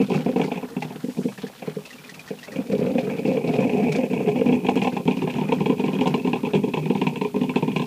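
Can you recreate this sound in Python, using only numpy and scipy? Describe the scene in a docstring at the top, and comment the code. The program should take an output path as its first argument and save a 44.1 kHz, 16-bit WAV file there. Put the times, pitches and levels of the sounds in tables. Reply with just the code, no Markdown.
"""A knocking gurgle and a wet fizz over steady hiss, the gurgle faint from about 1.3 to 2.5 s, then knocking
on to the end; scattered spits at the spray head, and one soft wash of steam near 1.2 s.
A drip coffee maker brews in a quiet kitchen. Steam bubbles collapse in the heater tube and strike housing,
basket, tube and metal, all banks of ringing modes. The tube's air column sinks, then rings higher as the
tank empties. Fizz and spits are ragged noise with bubble rings; steam and hiss are filtered noise."""
import sys
import numpy as np
from scipy import signal
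from scipy.fft import rfft, irfft, next_fast_len
from scipy.io import wavfile

SR = 44100
rng = np.random.default_rng(int(sys.argv[2]) if len(sys.argv) > 2 else 0)


def put_to_file(sound):
    """Save the sound as 16-bit audio at rate SR, in the file named by the first command-line argument."""
    columns = np.atleast_2d(sound).T  # one column per channel
    safe = np.clip(columns, -1, 1)
    whole_steps = np.round(safe * 32767)
    wavfile.write(sys.argv[1], SR, whole_steps.astype(np.int16))


N = 346626

# loudest single collapses: start_s, level_db (before body gains), sharpness_db (metal blow re level)
POP_EVENTS = [(0.005, -9.5, -27), (0.083, -15.5, -43), (0.1, -10, -24.5), (0.116, -11, -21),
              (0.148, -24, -15), (0.168, -14, -29), (0.201, -23, -27), (0.26, -7.5, -26),
              (0.289, -9.5, -27.5), (0.333, -19, -35), (0.359, -7, -23), (0.396, -8, -22.5),
              (0.414, -10, -20.5), (0.442, -9.5, -37), (0.477, -16, -24), (0.516, -17, -12),
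              (0.556, -20.5, -16), (0.573, -17.5, -14), (0.627, -13, -27), (0.712, -27, -43),
              (0.765, -14, -23), (0.822, -20.5, -10.5), (0.847, -17, -32), (0.903, -18, -20),
              (0.956, -18, -53), (1.04, -14, -61), (1.083, -14, -42), (1.17, -19.5, -25),
              (1.183, -8.5, -46), (1.204, -23, -46), (1.241, -23, -38), (1.253, -9.5, -52),
              (1.283, -20, -18.5), (1.379, -26, -15), (1.434, -15.5, -33), (1.621, -20, -17),
              (1.674, -14, -26), (1.763, -15.5, -49), (2.305, -17.5, -20), (2.48, -28, -7.5),
              (2.558, -17, -17.5), (2.588, -14, -32), (2.716, -19.5, -18.5), (2.731, -11, -49),
              (2.75, -18, -30), (2.813, -9.5, -42), (2.864, -11.5, -25.5), (2.891, -17, -42),
              (2.952, -8, -34), (2.982, -11, -16), (3.029, -13.5, -45), (3.071, -11.5, -38),
              (3.097, -23.5, -7.5), (3.185, -9.5, -37), (3.25, -11.5, -21), (3.281, -8, -33),
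              (3.314, -9.5, -26), (3.343, -14, -23), (3.369, -10, -17), (3.403, -17, -26),
              (3.438, -13, -50), (3.498, -13, -29), (3.549, -12.5, -29), (3.625, -13, -16),
              (3.694, -13, -14.5), (3.771, -13, -28), (3.848, -18, -16), (3.95, -12.5, -14),
              (3.985, -11, -20), (4.033, -7, -20), (4.102, -17, -22), (4.132, -10, -17),
              (4.203, -12.5, -22.5), (4.242, -16.5, -55), (4.27, -11, -39), (4.282, -14, -13.5),
              (4.332, -24, -21), (4.358, -13.5, -15.5), (4.411, -3, -21.5), (4.461, -14, -15),
              (4.487, -8.5, -20.5), (4.523, -9, -17.5), (4.629, -18, -38), (4.646, -10.5, -22),
              (4.666, -21, -5), (4.686, -2, -16.5), (4.761, -6, -25), (4.772, -13.5, -10),
              (4.817, -8.5, -12), (4.845, -9.5, -12), (4.871, -6, -13), (4.924, -15.5, -43),
              (4.966, -7, -19), (4.998, -8.5, -32), (5.053, -11.5, -34), (5.077, -5.5, -16),
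              (5.109, -8.5, -15.5), (5.127, -21, -12), (5.169, -15.5, -23), (5.218, -11, -18.5),
              (5.237, -9, -35), (5.274, -13, -15.5), (5.299, -31, 5), (5.339, -20.5, -13),
              (5.359, -15.5, -20), (5.383, -15.5, -14), (5.412, -10.5, -21), (5.488, -13, -20.5),
              (5.52, -8.5, -12), (5.605, -9, -22), (5.658, -7.5, -17), (5.697, -5, -22), (5.722, -11, -27),
              (5.779, -24, -10), (5.794, -8.5, -22), (5.838, -7, -21.5), (5.853, -19, -21),
              (5.882, -9.5, -22), (5.915, -21, -36), (5.932, -12.5, -20.5), (5.951, -13, -23),
              (5.987, -14.5, -18), (6.01, -9, -17), (6.057, -10, -17.5), (6.069, -6, -21.5),
              (6.107, -14, -38), (6.141, -7.5, -17.5), (6.175, -11, -31), (6.195, -26, -16),
              (6.246, -13, -20), (6.273, -11, -16.5), (6.331, -6, -16), (6.356, -9.5, -20),
              (6.433, -12.5, -25), (6.449, -27, -1.5), (6.467, -12.5, -25), (6.534, -7, -17.5),
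              (6.548, -4.5, -20.5), (6.573, -13, -29), (6.635, -7, -22.5), (6.675, -9, -30.5),
              (6.736, -11.5, -12.5), (6.771, -7.5, -21), (6.822, -27, -36), (6.856, -10.5, -23),
              (6.9, -4, -24), (6.95, -9, -19.5), (6.974, -21, -15), (7.015, -7, -17), (7.067, -6, -15.5),
              (7.121, -18, -33), (7.157, -18, -11), (7.212, -9, -16.5), (7.248, -10.5, -18.5),
              (7.342, -12, -30), (7.361, -9, -27), (7.413, -14.5, -18), (7.434, -16, -18),
              (7.493, -12.5, -16), (7.558, -7, -13), (7.624, -5, -24), (7.678, -8.5, -22.5),
              (7.717, -18, -18), (7.761, -10.5, -10.5), (7.795, -9, -19), (7.819, -13, -16)]
# dense boil of small collapses: time_s, vigour_db, sharpness_db (drive of the metal, before its gain)
BOIL_CURVE = [(0, -13, -11.5), (.07, -60.5, 1), (.14, -22.5, -2.5), (.24, -41.5, -29), (.42, -43.5, 3),
              (.8, -47, -23), (1.5, -55, -2.5), (2.45, -54.5, -11), (2.6, -37, -9), (2.8, -29.5, -17),
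              (3.2, -32.5, -6.5), (3.6, -26.5, -8.5), (4.05, -30, -6.5), (4.55, -27, -12),
              (5.0, -29.5, -7.5), (5.6, -32.5, -11.5), (7.86, -35.5, -11)]
# spits at the spray head: start_s, level_db (before splash and bubble gains), pitch_hz
SPIT_EVENTS = [(0.442, -48, 2160), (0.8217, -45, 2070), (1.3762, -50.5, 1784), (1.466, -50, 1750),
               (1.853, -48.5, 2630), (1.905, -49, 1920), (1.9294, -51, 2720), (1.984, -54.5, 2380),
               (2.042, -52.5, 2470), (2.092, -47.5, 1890), (2.14, -51.5, 2640), (2.1928, -46.5, 2450),
               (2.2764, -48.5, 1860), (2.387, -51.5, 2750), (2.4294, -47, 1880), (2.4456, -51, 1980),
               (2.518, -49, 1900), (3.918, -40, 2300), (3.956, -42, 2330), (4.8226, -44, 2500),
               (6.07, -42.5, 2820)]
# air column in the tube: time_s, pitch_hz, tube_db (boil's drive of the tube, before its gain),
# basket_db (drive of the basket), fizz_db (before the boil's share)
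COLUMN_CURVE = [(0, 764, -9.5, -3.5, -29), (1.1, 764, -7, -8.5, -31.5), (1.9, 663, -15, -2, -33),
                (2.5, 645, -10.5, -1.5, -32), (3.6, 717, -4.5, -1, -34.5), (4.1, 678, -4.5, -1.5, -43),
                (4.8, 850, -10, -4.5, -34), (7.86, 908, -41, -5, -37.5)]
# ringing modes of each part: pitch_hz, level_db (relative), t60_s
HOUSING_MODES = [(128.5, -15.5, 0.51), (156.3, -4, 0.2), (201, -4.5, 0.11), (250.7, 1, 0.085),
                 (283, -7.5, 0.037)]
BASKET_MODES = [(374.5, -5, 0.079), (413.2, -4, 0.12), (462.3, -0.5, 0.062), (520, -1.5, 0.068)]
TUBE_MODES = [(600.6, -6.5, 0.15), (697.5, -3, 0.081), (786, 3, 0.029), (831, 2, 0.052), (924, 2.5, 0.074),
              (1033.4, 9.5, 0.067)]
METAL_MODES = [(1643, -7.5, 0.015), (2218, -2, 0.016), (2274, -2.5, 0.04), (2470, 2.5, 0.025),
               (2632, 2, 0.022), (2806, 2.5, 0.012), (3270, -6, 0.028), (3380, -8.5, 0.023),
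               (3600, -8.5, 0.012), (4100, -17, 0.019)]
# hiss spectrum: freq_hz, density_db (relative, per Hz)
HISS_SPECTRUM = [(40, -40), (120, -0.5), (400, -5.5), (1200, -30), (3000, -9.5), (6000, -13),
                 (15500, -14.5)]
# water floods the tube, gurgle and fizz sink until it clears: clear_s, depth_db (each flood alone)
FLOOD_EVENTS = [(2.7, -5.5), (3.247, -9), (3.44, -6.5), (3.77, -4.5), (4.098, -9), (4.458, -10.5),
                (4.757, -8), (4.923, -9.5), (5.055, -16), (5.169, -7), (5.337, -3), (5.792, -3.5),
                (6.432, -9), (6.737, -7.5), (7.013, -1.5), (7.342, -11)]

HISS_RMS_DB, CUTOFF_HZ = -52.5, 15400
TUBE_POP_DB, TUBE_FOLLOWS = -1.5, 0.61  # tube blow: offset, share of a pop's sharpness
FIZZ_FOLLOWS = 0.26  # share of (vigour_db + sharpness_db) passed to the fizz
HUSH_S, HUSH_DB, HUSH_MID_DB = 0.019, -1, -21.5  # time constant, full dip, pop level that gives half of it
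FLOOD_S = 0.057  # time constant
BASKET_PER_COLUMN = -0.63  # octaves per octave: favoured basket pitch sinks as the column rises
METAL_SCATTER_DB = 2.2
BOIL_RING_HZ = 2380  # small collapses ring the metal mostly near here
GLIDE_OCTAVES = 0.16
BLIP_SHARE = 0.4  # chance that a small collapse drives a given housing, basket or tube mode


def from_db(db):
    """Gain of a level in dB."""
    return 10 ** (np.asarray(db) / 20)


def rms_one(x):
    """Scaled to rms 1."""
    return x / np.sqrt(np.mean(x ** 2) + 1e-20)


def in_time(rows):
    """Each column of a curve, one value a sample."""
    time_s, *columns = np.transpose(rows)
    return [np.interp(np.arange(N) / SR, time_s, c) for c in columns]


def drift(rate_hz):
    """Slow random wander, rms about 1: low-passed noise at SR / 40, interpolated."""
    r = np.exp(-80 * np.pi * rate_hz / SR)
    noise = rng.standard_normal(N // 40 + 2002)
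    slow = signal.lfilter([1], [1, -2 * r, r * r], noise)[2000:]  # drop the settling
    return np.interp(np.arange(N) / 40, np.arange(len(slow)), rms_one(slow))


def decay(x, t60_s):
    """Each click becomes an exponential decay."""
    return signal.lfilter([1], [1, -from_db(-60 / (t60_s * SR))], x)


def lead_up(marks, time_s):
    """Each mark becomes an exponential rise that ends at it."""
    return signal.lfilter([1], [1, -np.exp(-1 / (time_s * SR))], marks[::-1])[::-1]


def filtered(x, order, edge_hz, kind):
    """Butterworth filter."""
    return signal.sosfilt(signal.butter(order, edge_hz, kind, fs=SR, output="sos"), x)


def ring(clicks, hz, t60_s):
    """Resonator: a unit click sets off a decaying sine of initial height about 1."""
    r, w = from_db(-60 / (t60_s * SR)), 2 * np.pi * hz / SR
    return signal.lfilter([0, np.sin(w)], [1, -2 * r * np.cos(w), r * r], clicks + 1e-18)


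def grains(per_s, spread_db):
    """Random clicks of uneven size and either sign; rms 1."""
    size_db = spread_db * np.minimum(rng.exponential(1, N), 2.5)
    sizes = from_db(size_db) * rng.choice([-1, 1], N)
    return rms_one(sizes * (rng.random(N) < per_s / SR))


def blows(start_s, level_db, rattle_t60_s, rattle_db):
    """A click at each time, then a dying rattle of smaller collapses."""
    clicks = np.zeros(N)
    clicks[(np.array(start_s) * SR).astype(int)] = from_db(level_db)
    rattle = decay(clicks, rattle_t60_s) * grains(900, spread_db=1.0)
    return clicks + from_db(rattle_db) * rattle


def body(modes, force, scatter_db, shape_db, count=1):
    """Modes driven by force(hz) with wandering strength; the sign flips after every count modes."""
    out = np.zeros(N)
    for k, (hz, level_db, t60_s) in enumerate(modes):
        share = from_db(level_db + shape_db(hz) + scatter_db * drift(46.0))
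        out += (-1) ** (k // count) * ring(share * force(hz), hz, t60_s)
    return out


def hush(start_s, level_db):
    """Slight dip of the boil, in dB, while a large bubble grows, ending at its collapse."""
    marks = np.zeros(N)
    marks[(start_s * SR).astype(int)] = np.clip((level_db - HUSH_MID_DB) / 6 + .5, 0, 1)
    return HUSH_DB * np.minimum(lead_up(marks, HUSH_S), 1)


def housing(pops, blips, glide):
    """Low modes of the housing, strongest near a gliding pitch."""
    return body(HOUSING_MODES, lambda hz: from_db(-3.0) * pops + from_db(-12.5) * blips(), 1.7,
                lambda hz: -14 * np.abs(np.log2(hz / 215) - 2 * glide), count=2)


def basket(pops, blips, glide, column_hz, basket_db):
    """Basket modes, strongest near a pitch that glides and moves against the air column."""
    favoured = glide + BASKET_PER_COLUMN * np.log2(column_hz / 750)  # octaves re 440 Hz
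    return body(BASKET_MODES,
                lambda hz: from_db(basket_db) * (from_db(-0.5) * pops + from_db(-14.5) * blips()), 1.94,
                lambda hz: -30 * np.abs(np.log2(hz / 440) - favoured))


def tube(pops, blips, column_hz, tube_db):
    """Tube modes; those near the pitch of the air column are favoured."""
    boil_gain = from_db(tube_db - 20.5)
    return body(TUBE_MODES, lambda hz: pops + boil_gain * blips(), 3.9,
                lambda hz: -24 * np.abs(np.log2(hz / column_hz)))


def metal(pops, boil, column_hz):
    """Short bright modes of the metal; a higher air column brightens them."""
    return body(METAL_MODES,
                lambda hz: pops + from_db(-18 * abs(np.log2(hz / BOIL_RING_HZ))) * boil, METAL_SCATTER_DB,
                lambda hz: 40 * np.log2(column_hz / 820) * np.log2(max(hz, 2200) / 2600))


def spray(force):
    """Fine crackling noise that puffs up with each blow to the metal."""
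    puffs = decay(np.abs(force), 0.06)
    return filtered(puffs * grains(2500, spread_db=7.5), 3, [3500, 8000], "band")


def gurgle():
    """Pops and boil together shake housing, basket, tube and metal, and throw a little spray."""
    start_s, level_db, sharp_db = np.transpose(POP_EVENTS)
    boil_db, metal_db = in_time(BOIL_CURVE)
    column_hz, tube_db, basket_db, _ = in_time(COLUMN_CURVE)
    clumps_db = 3 * np.minimum(drift(25), 1)  # small collapses come in clumps
    boil = from_db(boil_db + clumps_db + hush(start_s, level_db)) * grains(500, spread_db=3.0)

    def blips():
        """A fresh random share of the small collapses."""
        return boil * (rng.random(N) < BLIP_SHARE)

    tube_level_db = level_db + TUBE_POP_DB + TUBE_FOLLOWS * sharp_db
    pops = blows(start_s, level_db, rattle_t60_s=0.078, rattle_db=-30.5)
    tube_pops = blows(start_s, tube_level_db, rattle_t60_s=0.15, rattle_db=-33.5)
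    metal_pops = from_db(-4.0) * blows(start_s, level_db + sharp_db, rattle_t60_s=0.069, rattle_db=-21.5)
    metal_boil = from_db(metal_db - 24.5) * boil
    # favoured pitch wanders as the bubbles grow and shrink
    glide = GLIDE_OCTAVES * np.tanh(drift(9.3))

    low = housing(pops, blips, glide) + basket(pops, blips, glide, column_hz, basket_db)
    low += tube(tube_pops, blips, column_hz, tube_db)
    low = filtered(low, 2, 135, "high")  # the small housing radiates little deep bass
    # plastic and water pass little above the tube's modes
    edge = signal.cheby2(4, 26, 1230, fs=SR, output="sos")
    bright = metal(metal_pops, metal_boil, column_hz)
    return signal.sosfilt(edge, low) + bright + from_db(-25.0) * spray(metal_pops + metal_boil)


def crackle():
    """Wet fizz of steam through the grounds: ragged puffs, each ringing a small bubble of one of 12 pitches."""
    clicks, noise = np.abs(grains(260, spread_db=4.5)), rng.standard_normal(N)
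    pitches_hz, dealt = np.geomspace(700, 4200, 12), rng.integers(0, 12, N)
    wet = np.zeros(N)
    for k, hz in enumerate(pitches_hz):
        puffs = noise * decay(clicks * (dealt == k) + 1e-18, 0.061)
        wet += ring(puffs, hz, 5.2 / hz) * (hz / 1000) ** 0.39
    boil_db, metal_db = in_time(BOIL_CURVE)
    fizz_db = in_time(COLUMN_CURVE)[3]
    return from_db(fizz_db + FIZZ_FOLLOWS * (boil_db + metal_db)) * rms_one(wet)


def hiss():
    """Steady noise of room and microphone, coloured in the spectrum."""
    size = next_fast_len(N)
    hz = np.maximum(np.arange(size // 2 + 1) * SR / size, 1)
    freq_hz, density_db = np.transpose(HISS_SPECTRUM)
    colour = from_db(np.interp(np.log(hz), np.log(freq_hz), density_db))
    noise = irfft(rfft(rng.standard_normal(size)) * colour, size)[:N]
    return from_db(HISS_RMS_DB) * rms_one(noise)


def counter(x):
    """Two echoes, from counter and wall: delayed, quieter copies."""
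    out = x.copy()
    for lag_s, echo_db in [(.0091, -19), (.021, -15)]:
        lag = int(lag_s * SR)
        out[lag:] += from_db(echo_db) * x[:N - lag]
    return out


def spits():
    """Each spit is some ms of ragged droplet splash and a short bubble ring."""
    out = np.zeros(N + SR)
    t = np.arange(int(.06 * SR)) / SR
    shape = len(SPIT_EVENTS), len(t)
    size = shape[0] * shape[1]
    ragged = from_db(1.3 * drift(180)[:size].reshape(shape))
    splash = grains(2500, spread_db=4.5)[:size].reshape(shape) * ragged
    splash = filtered(splash, 2, [600, 5500], "band")
    beats_hz = rng.uniform(25, 70, len(SPIT_EVENTS))  # two bubbles of nearly one size beat
    swell = 1 - np.exp(-t / 0.0035)
    for (start_s, level_db, hz), noise, beat_hz in zip(SPIT_EVENTS, splash, beats_hz):
        tone = np.sin(2 * np.pi * hz * t) * np.cos(2 * np.pi * beat_hz * t)
        bubble = from_db(25.0) * np.exp(-t / 0.0064) * tone
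        splash_tail = from_db(16.0) * np.exp(-t / 0.013) * noise
        i = int(start_s * SR)
        out[i:i + len(t)] += from_db(level_db) * swell * (splash_tail + bubble)
    return out[:N]


def steam():
    """One soft wash of escaping steam around 1.2 s, while the boil is faint: band-passed noise."""
    t = np.arange(N) / SR
    jet = filtered(rng.standard_normal(N), 2, [3000, 9000], "band")
    return from_db(-53.5) * np.exp(-((t - 1.2) / 0.19) ** 4) * rms_one(jet)


def floods():
    """Level loss in dB as water floods the tube, deepening up to each clearing."""
    clear_s, depth_db = np.transpose(FLOOD_EVENTS)
    marks = np.zeros(N)
    marks[(clear_s * SR).astype(int)] = depth_db
    return lead_up(marks, FLOOD_S)


def scene():
    """The machine, its echoes and the hiss."""
    brew = from_db(floods()) * (gurgle() + crackle())
    return (counter(brew + spits() + steam()) + hiss())[None]


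def record(dry):
    """The small microphone loses deep bass and rounds the highest peaks; the top is cut."""
    thin = filtered(dry, 1, 90, "high")
    rounded = .7 * np.tanh(thin / .7)
    return signal.sosfilt(signal.ellip(12, .5, 80, CUTOFF_HZ, fs=SR, output="sos"), rounded)


dry = scene()
out = record(dry)
put_to_file(out)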